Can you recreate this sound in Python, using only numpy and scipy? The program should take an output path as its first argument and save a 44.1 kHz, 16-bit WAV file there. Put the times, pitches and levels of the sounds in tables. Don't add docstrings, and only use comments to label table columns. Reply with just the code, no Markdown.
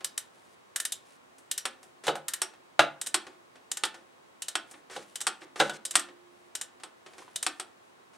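import sys
import numpy as np
from scipy import signal
from scipy.fft import rfft, irfft
from scipy.io import wavfile
from scipy.ndimage import uniform_filter1d

SR = 44100
rng = np.random.default_rng(int(sys.argv[2]) if len(sys.argv) > 2 else 0)


def pcm_store(signal):
    levels = np.round(np.clip(np.atleast_2d(signal), -1, 1) * 32767)
    wavfile.write(sys.argv[1], SR, levels.astype(np.int16).T)


N = 360297

# frequency in Hz, width in Hz, lift in dB.
SOCKET_RESONANCES = [(345.3, 25, 7), (388.4, 15, 5.7), (761.5, 34, 14), (879, 28, 11), (1064, 21, 7),
                     (1137, 30, 7), (1275, 50, 2.2), (1300, 140, 3.2), (1860, 70, 2.1), (1790, 24, 2.5),
                     (2674, 25, 5.4), (2508, 31, 5.2), (3240, 380, 4), (3550, 29, 4.7), (4460, 28, 2),
                     (5460, 100, 11), (5730, 66, 5.4), (8000, 120, 6.3), (9100, 110, 4.6)]
# frequency in Hz, gain in dB.
CONTACT_SPECTRUM = [(150, -15.5), (400, 1), (800, -5.5), (1600, -2), (3500, -8), (6000, -9), (9000, -9.5),
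                    (12000, -25.5), (16000, -38)]


def clunks():
    # start in seconds, level, bass, middle and treble in dB, T60 in seconds, pitch in Hz.
    events = [(2.0677, 10.5, -13, -2, 3.5, 0.066, 790), (2.0798, 16, -1, 4, -4, 0.056, 330),
              (2.154, 0.4, -1.5, 5.5, 4.5, 0.034, 740), (2.7925, 25.5, -9, 5.5, -5.5, 0.038, 646),
              (4.9633, 2.4, -1, 1, 1, .033, 427), (5.6003, 23.5, -6.5, 0, -3.5, 0.042, 406),
              (5.6095, 1.5, -0.5, 20.5, -23, .042, 1530), (5.6957, 6.5, -8, 0, 3, 0.035, 1500)]
    # frequency in Hz, gain in dB.
    spectrum = [(25, -45.5), (50, -40), (140, -18.5), (270, -14), (350, -6.5), (520, 6.5), (750, 3.5),
                (1100, -2.5), (1500, -5.5), (2400, -10.5), (3700, -6), (5200, -17), (8500, -15.5),
                (12500, -34), (16000, -46)]
    # resonance in Hz, width in Hz, lift in dB.
    hub = [(150, 16, 21), (202, 16, 14), (328, 34, 16), (447, 30, 8.9), (465, 24, 8.4), (567.4, 42, 11),
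           (742, 38.2, 7.8), (780, 8.7, 2.2), (824, 43, 6.8), (1310, 55, 4.7), (1450, 110, 6.4),
           (1640, 35, 8.3), (2054, 48, 3.4), (2750, 60, 6), (3000, 91, 7), (3470, 110, 5.1), (3860, 190, 8)]
    rows = [(s, db, t60_s, hz, contact_curve(s, bass_db, middle_db, treble_db, hz, 150, lift_db=5.5))
            for s, db, bass_db, middle_db, treble_db, t60_s, hz in events]
    return blows(rows, spectrum, hub, rise_s=.00043, scatter_db=-1, scatter_t60_s=.12, ring_db=-15)


def knocks(soft_bass_db=7.5, bass_db_per_db=-.35, middle_db=-.65):
    # start in seconds, level in dB, treble in dB, T60 in seconds, pitch in Hz.
    events = [(1.654, 10.5, 1, 0.024, 538), (2.4176, 9, 10, 0.014, 5810), (3.1426, 16, 5.5, 0.057, 4370),
              (3.8357, 15.5, -1, 0.017, 3450), (4.554, 13, .5, 0.021, 3300), (5.2679, 14.5, 5, 0.053, 1305),
              (5.9545, 20, 7, 0.029, 353), (6.835, -2, 2, 0.014, 288), (7.465, 13.5, 3, 0.019, 2570),
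              (7.5979, 3, 6, 0.016, 357)]
    # frequency in Hz, gain in dB.
    spectrum = [(90, -35.5), (220, -24.5), (350, -11), (550, -13), (800, -8.5), (1050, -3), (1350, -0.5),
                (2200, -7), (3500, -5), (5200, -10.5), (6600, -15.5), (8500, -6.5), (11000, -22.5),
                (16000, -50)]
    rows = []
    for s, db, treble_db, t60_s, hz in events:
        bass_db = soft_bass_db + bass_db_per_db * db
        contact = contact_curve(s, bass_db, middle_db, treble_db, hz, width_hz=.17 * hz, lift_db=2.5)
        rows.append((s, db, t60_s, hz, contact))
    return blows(rows, spectrum, SOCKET_RESONANCES,
                 rise_s=.0006, scatter_db=-6, scatter_t60_s=.088, ring_db=-12)


def pawl(t60_s=.023, seated_bass_db=.5, loose_bass_db=-9.5, treble_db=1.2):
    # start in seconds, level in dB, middle in dB, pitch in Hz.
    events = [(0.0447, 2, -3.5, 4950), (0.1772, 1.5, -1, 10600), (.76, 3, 1, 1680), (0.8007, 1, -2, 1690),
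              (0.8515, 2.5, -4, 1870), (0.9214, 1, -8.5, 3630), (1.5133, 3.5, -7, 3020),
              (1.578, 0.5, -4, 5600), (2.2825, .5, 2.5, 12200), (2.3357, 1.5, 2, 12400),
              (3.0138, -1, -0.5, 8200), (3.0623, -7.5, -1, 4040), (3.069, -1.5, -2, 8800),
              (3.7151, 2, -4, 7000), (3.7705, -3, 1.5, 7200), (3.8512, -3.5, -8, 9000),
              (4.4207, -2, -5.5, 2820), (4.4829, -1, -4, 4140), (5.1564, -3, -2.5, 3000),
              (5.205, -7.5, 2, 3740), (5.2133, -2, -1, 8000), (5.8518, 0, -6, 8960), (5.909, -3, -4, 7400),
              (5.9945, -3, 6, 8250), (6.5518, -0.5, -1, 5500), (6.6125, -2, 1.5, 7200),
              (7.359, 1, -6.5, 3660), (7.4274, 1, 1, 8860)]
    # frequency in Hz, gain in dB.
    spectrum = [(150, -29), (500, -10.5), (1000, -8), (1700, -2), (2400, -6), (3200, -1), (4000, -1.5),
                (5000, -4.5), (6500, -1.5), (8200, 3), (10000, -4.5), (12500, -13.5), (14500, -27),
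                (16500, -31.5)]
    # resonance in Hz, width in Hz, lift in dB.
    ratchet = [(1850, 420, 6.5), (3020, 140, 8.5), (3776, 390, 9.5), (4985, 150, 11), (5670, 190, 9),
               (7350, 350, 3), (7830, 250, -10), (9300, 200, 10.5), (11940, 300, -11.5)]
    rows = []
    for s, db, middle_db, hz in events:
        bass_db = seated_bass_db + loose_bass_db * looseness(s)
        contact = contact_curve(s, bass_db, middle_db, treble_db, hz, width_hz=520, lift_db=5.5)
        rows.append((s, db, t60_s, hz, contact))
    return blows(rows, spectrum, ratchet, rise_s=.0016, scatter_db=-14, scatter_t60_s=.11, ring_db=-8)


def blows(rows, spectrum, body, rise_s, scatter_db, scatter_t60_s, ring_db, sing_db=9.5, sing_oct=.055):
    # frequency in Hz, level in dB, T60 in seconds.
    steel_modes = [(285, -25, 1.1), (352, -24.5, 1.9), (531.7, -19, 0.53), (669, -20.5, 0.28),
                   (811, -16.5, 0.2), (1206, -23, 0.17), (1395, -23.5, 0.2), (1493, -19.5, 0.2),
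                   (1779, -21.5, 0.34), (2980, -19.5, 0.053), (3720, -23.5, .14), (4900, -24, .19),
                   (5720, -23, .23), (8590, -20.5, 0.079)]
    mode_hz, mode_db, mode_t60_s = np.transpose(steel_modes)
    cracks, ringing = np.zeros((2, 2, N))
    t, ring_t = np.arange(4096) / SR, np.arange(SR) / SR
    modes = unit(np.sin(2 * np.pi * mode_hz[:, None] * ring_t) * amp(-60 * ring_t / mode_t60_s[:, None]))
    attack = 1 - np.exp(-(t / rise_s) ** 2)
    for s, db, t60_s, pitch_hz, contact in rows:
        decay = amp(-60 * t / t60_s) + amp(scatter_db - 60 * t / scatter_t60_s)
        add(cracks, s - rise_s / 2, amp(db) * colour(clatter(attack * decay), spectrum, contact))
        tuned_db = sing_db * np.exp(-(np.log2(mode_hz / pitch_hz) / sing_oct) ** 2)
        drive_db = db + ring_db + value_at(spectrum, mode_hz) + value_at(contact, mode_hz)
        spread_db = 2.8 * rng.standard_normal((2, len(mode_hz)))
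        shares = amp(drive_db + mode_db + tuned_db + spread_db)
        add(ringing, s, (shares * rng.choice([-1, 1], shares.shape)) @ modes)
    return colour(cracks, resonance_curve(body), size=8192)[:, :N] + ringing


def clatter(envelope, rattle_db=1, lump_samples=30, smooth_bins=61):
    n = len(envelope)
    lumps = uniform_filter1d(rng.standard_normal(n), lump_samples) * np.sqrt(lump_samples)
    bins = rfft(rng.standard_normal((2, n)) * envelope * amp(rattle_db * lumps), 8192)
    bins /= np.sqrt(uniform_filter1d(abs(bins) ** 2, smooth_bins, axis=1, mode="mirror"))
    return unit(irfft(bins)[:, :n])


def contact_curve(s, bass_db, middle_db, treble_db, pitch_hz, width_hz, lift_db, loose_sheen_db=4.5):
    hz = np.fft.rfftfreq(4096, 1 / SR)
    top_db = treble_db + loose_sheen_db * looseness(s)
    tone = [(150, 0), (450, bass_db), (1400, middle_db), (3800, 0), (8500, treble_db), (12000, top_db)]
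    hump_db = lift_db / (1 + (2 * (hz - pitch_hz) / width_hz) ** 2)
    return np.transpose([hz, value_at(tone, hz) + hump_db])


def resonance_curve(body, smooth_bins=161):
    hz = np.fft.rfftfreq(8192, 1 / SR)
    power = 1 + sum((amp(db) ** 2 - 1) / (1 + (2 * (hz - f) / width) ** 2) for f, width, db in body)
    power = np.maximum(power, .1)
    return np.transpose([hz, 10 * np.log10(power / uniform_filter1d(power, smooth_bins))])


def looseness(s, seated_s=2.9, seating_s=.25):
    return .5 - .5 * np.tanh((s - seated_s) / seating_s)


def taps(t60_s=.069, hz=1100, bass_db=3, middle_db=1):
    # start in seconds, level in dB, treble in dB.
    events = [(.007, -11, -8), (1.3823, -22, 9.5), (1.829, -17, 6), (2.535, -17.5, -8), (3.267, -7, -6),
              (3.5555, -16, -5.5), (3.9425, -8.5, -3), (4.7116, -15.5, 11.5), (4.738, -11, -27),
              (4.8984, -8.5, -7), (5.4177, -8, -22), (5.5584, -2.5, -5.5), (6.086, -11.5, -17.5),
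              (6.799, -17, -5), (7.062, -9, -6.5), (7.1337, -14.5, -6), (7.181, -10, 0), (7.222, -20, -9),
              (7.279, -18, -20)]
    rows = [(s, db, t60_s, hz, contact_curve(s, bass_db, middle_db, treble_db, hz, 200, lift_db=3))
            for s, db, treble_db in events]
    return blows(rows, CONTACT_SPECTRUM, SOCKET_RESONANCES,
                 rise_s=.00091, scatter_db=-17.5, scatter_t60_s=.68, ring_db=-6.5)


def tinks(hz=1010, t60_s=.028):
    # start in seconds, peak in dB.
    events = [(7.222, -43), (7.279, -42)]
    out, t = np.zeros((2, N)), np.arange(SR // 4) / SR
    for s, db in events:
        ring = amp(db - 60 * t / t60_s) * np.sin(2 * np.pi * hz * t)
        add(out[:1], s, ring[None])
    return out


def creep():
    # start in seconds, length in seconds, level in dB.
    events = [(2.035, 0.034, -2), (4.902, 0.081, -2.5), (4.98, 0.061, -10), (5.405, 0.049, -13.5),
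              (5.56, 0.14, 0.5), (5.594, 0.011, 0), (5.73, 0.047, -5.5), (5.937, 0.016, -8),
              (7.18, 0.06, -14.5), (8.13, 0.054, -20)]
    return friction(events, CONTACT_SPECTRUM, grain_db=3.5, taper=.3)


def sleeve():
    # start in seconds, length in seconds, level in dB.
    events = [(.33, 0.23, -9.5), (1.05, 0.12, -8), (4.67, 0.057, -11), (5.02, 0.16, -7), (6.31, 0.184, -17),
              (7.07, 0.55, -5), (7.82, 0.084, -21)]
    # frequency in Hz, gain in dB.
    spectrum = [(300, -29), (2000, -14), (6000, -18), (10000, -16.5), (12500, -29), (16000, -41)]
    return friction(events, spectrum, grain_db=13, taper=.11)


def friction(events, spectrum, grain_db, taper):
    out = np.zeros((2, N))
    slips = rng.standard_normal((2, N)) * amp(grain_db * np.minimum(rng.exponential(1, N), 4))
    for s, length_s, db in events:
        run = slips[:, round(s * SR):][:, :round(length_s * SR)]
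        run = unit(run * signal.windows.tukey(run.shape[1], taper))
        add(out, s, amp(db) * colour(run, spectrum))
    return out


def garage(x, side_db=5.5, build_s=.0081):
    # frequency in Hz, T60 in seconds.
    decay_times = [(120, 0.62), (230, 0.4), (330, 0.3), (480, 0.21), (800, 0.31), (1500, 0.32),
                   (3500, 0.23), (8000, 0.25), (15000, 0.22)]
    # frequency in Hz, gain in dB.
    spectrum = [(120, -11), (230, 2), (330, -2), (480, -7.5), (800, -8.5), (1500, -12.5), (3500, -10),
                (8000, -21), (15000, -25)]
    hz, t, bands = signal.stft(rng.standard_normal((2, SR)), SR, nperseg=256)
    fade = amp(-60 * t / value_at(decay_times, hz)[:, None])
    tail = signal.istft(bands * unit(fade), SR, nperseg=256)[1][:, :SR]
    onset = 1 - np.exp(-(np.arange(SR) / SR / build_s) ** 2)
    response = colour(unit(tail * onset), spectrum)
    return signal.fftconvolve(x[:1], response, axes=1)[:, :N] * amp([[0], [side_db]])


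def air_and_whine(air_db=-62.5):
    # frequency in Hz, gain in dB.
    air_spectrum = [(15, -72), (25, -34), (87, -6.5), (238, -3), (273, 2), (304, -8.5), (339, 2.5),
                    (410, -1), (1060, -2.5), (1640, -7.5), (3910, -15), (4990, -18), (8600, -19),
                    (15200, -33.5), (16500, -31)]
    # frequency in Hz, side against mid in dB.
    air_width = [(60, -8), (110, -2), (200, 0.5), (380, 2.5), (700, 4), (1290, 3), (2380, 3), (4400, 0.5),
                 (8120, -2.5), (15000, 2)]
    # frequency in Hz, RMS level in dB.
    tones = [(1082, -76), (3822, -86), (15735, -94.5)]
    air = amp(air_db) * np.sqrt(N) * unit(colour(rng.standard_normal((2, N)), air_spectrum)[:, :N])
    t = np.arange(N) / SR
    whine = sum(np.sqrt(2) * amp(db) * np.sin(2 * np.pi * (hz * t + rng.random())) for hz, db in tones)
    return np.array([air[0] + whine, colour(air[1:], air_width)[0, :N]])


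def amp(db):
    return 10 ** (np.asarray(db) / 20)


def value_at(curve, hz):
    f, value = np.transpose(curve)
    return np.interp(np.log(hz + 1), np.log(f + 1), value)


def unit(x):
    return x / np.sqrt(np.sum(x ** 2, -1, keepdims=True) + 1e-20)


def add(mix, start_s, sound):
    part = mix[:, max(round(start_s * SR), 0):][:, :sound.shape[1]]
    part += sound[:, :part.shape[1]]


def colour(x, *curves, size=4096):
    hz = abs(np.fft.fftfreq(size, 1 / SR))
    log_gain = np.log(amp(sum(value_at(curve, hz) for curve in curves)))
    impulse = np.fft.ifft(np.exp(np.conj(signal.hilbert(log_gain)))).real[:size // 2]
    return signal.fftconvolve(x, impulse[None], axes=1)


def scene():
    # frequency in Hz, side against mid in dB.
    width = [(100, -21), (300, -17), (600, -17), (2000, -16), (4000, -15), (8000, -9), (12000, -1.5)]
    # frequency in Hz, left against right in dB.
    balance = [(60, -3), (130, -3), (280, -1), (1000, -1), (2000, .6), (4000, -.3), (8500, 0), (13000, 4)]
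    wrench = pawl() + knocks() + clunks() + taps() + tinks() + creep() + sleeve()
    in_room = wrench + garage(wrench)
    mid, side = np.array([in_room[0], colour(in_room[1:], width)[0, :N]]) + air_and_whine()
    lean = amp(value_at(balance, np.fft.rfftfreq(N, 1 / SR)) / 2)
    return irfft(rfft([mid + side, mid - side]) * [lean, 1 / lean], N)


def record(dry, low_cut_hz=70, ceiling=.8, high_cut_hz=16150):
    thin = signal.sosfilt(signal.butter(2, low_cut_hz, "high", fs=SR, output="sos"), dry)
    rounded = thin / (1 + (thin / ceiling) ** 4) ** .25
    lowpass = signal.firwin(255, high_cut_hz, window=("kaiser", 8), fs=SR)
    return signal.oaconvolve(rounded, lowpass[None], "same")


dry = scene()
out = record(dry)
pcm_store(out)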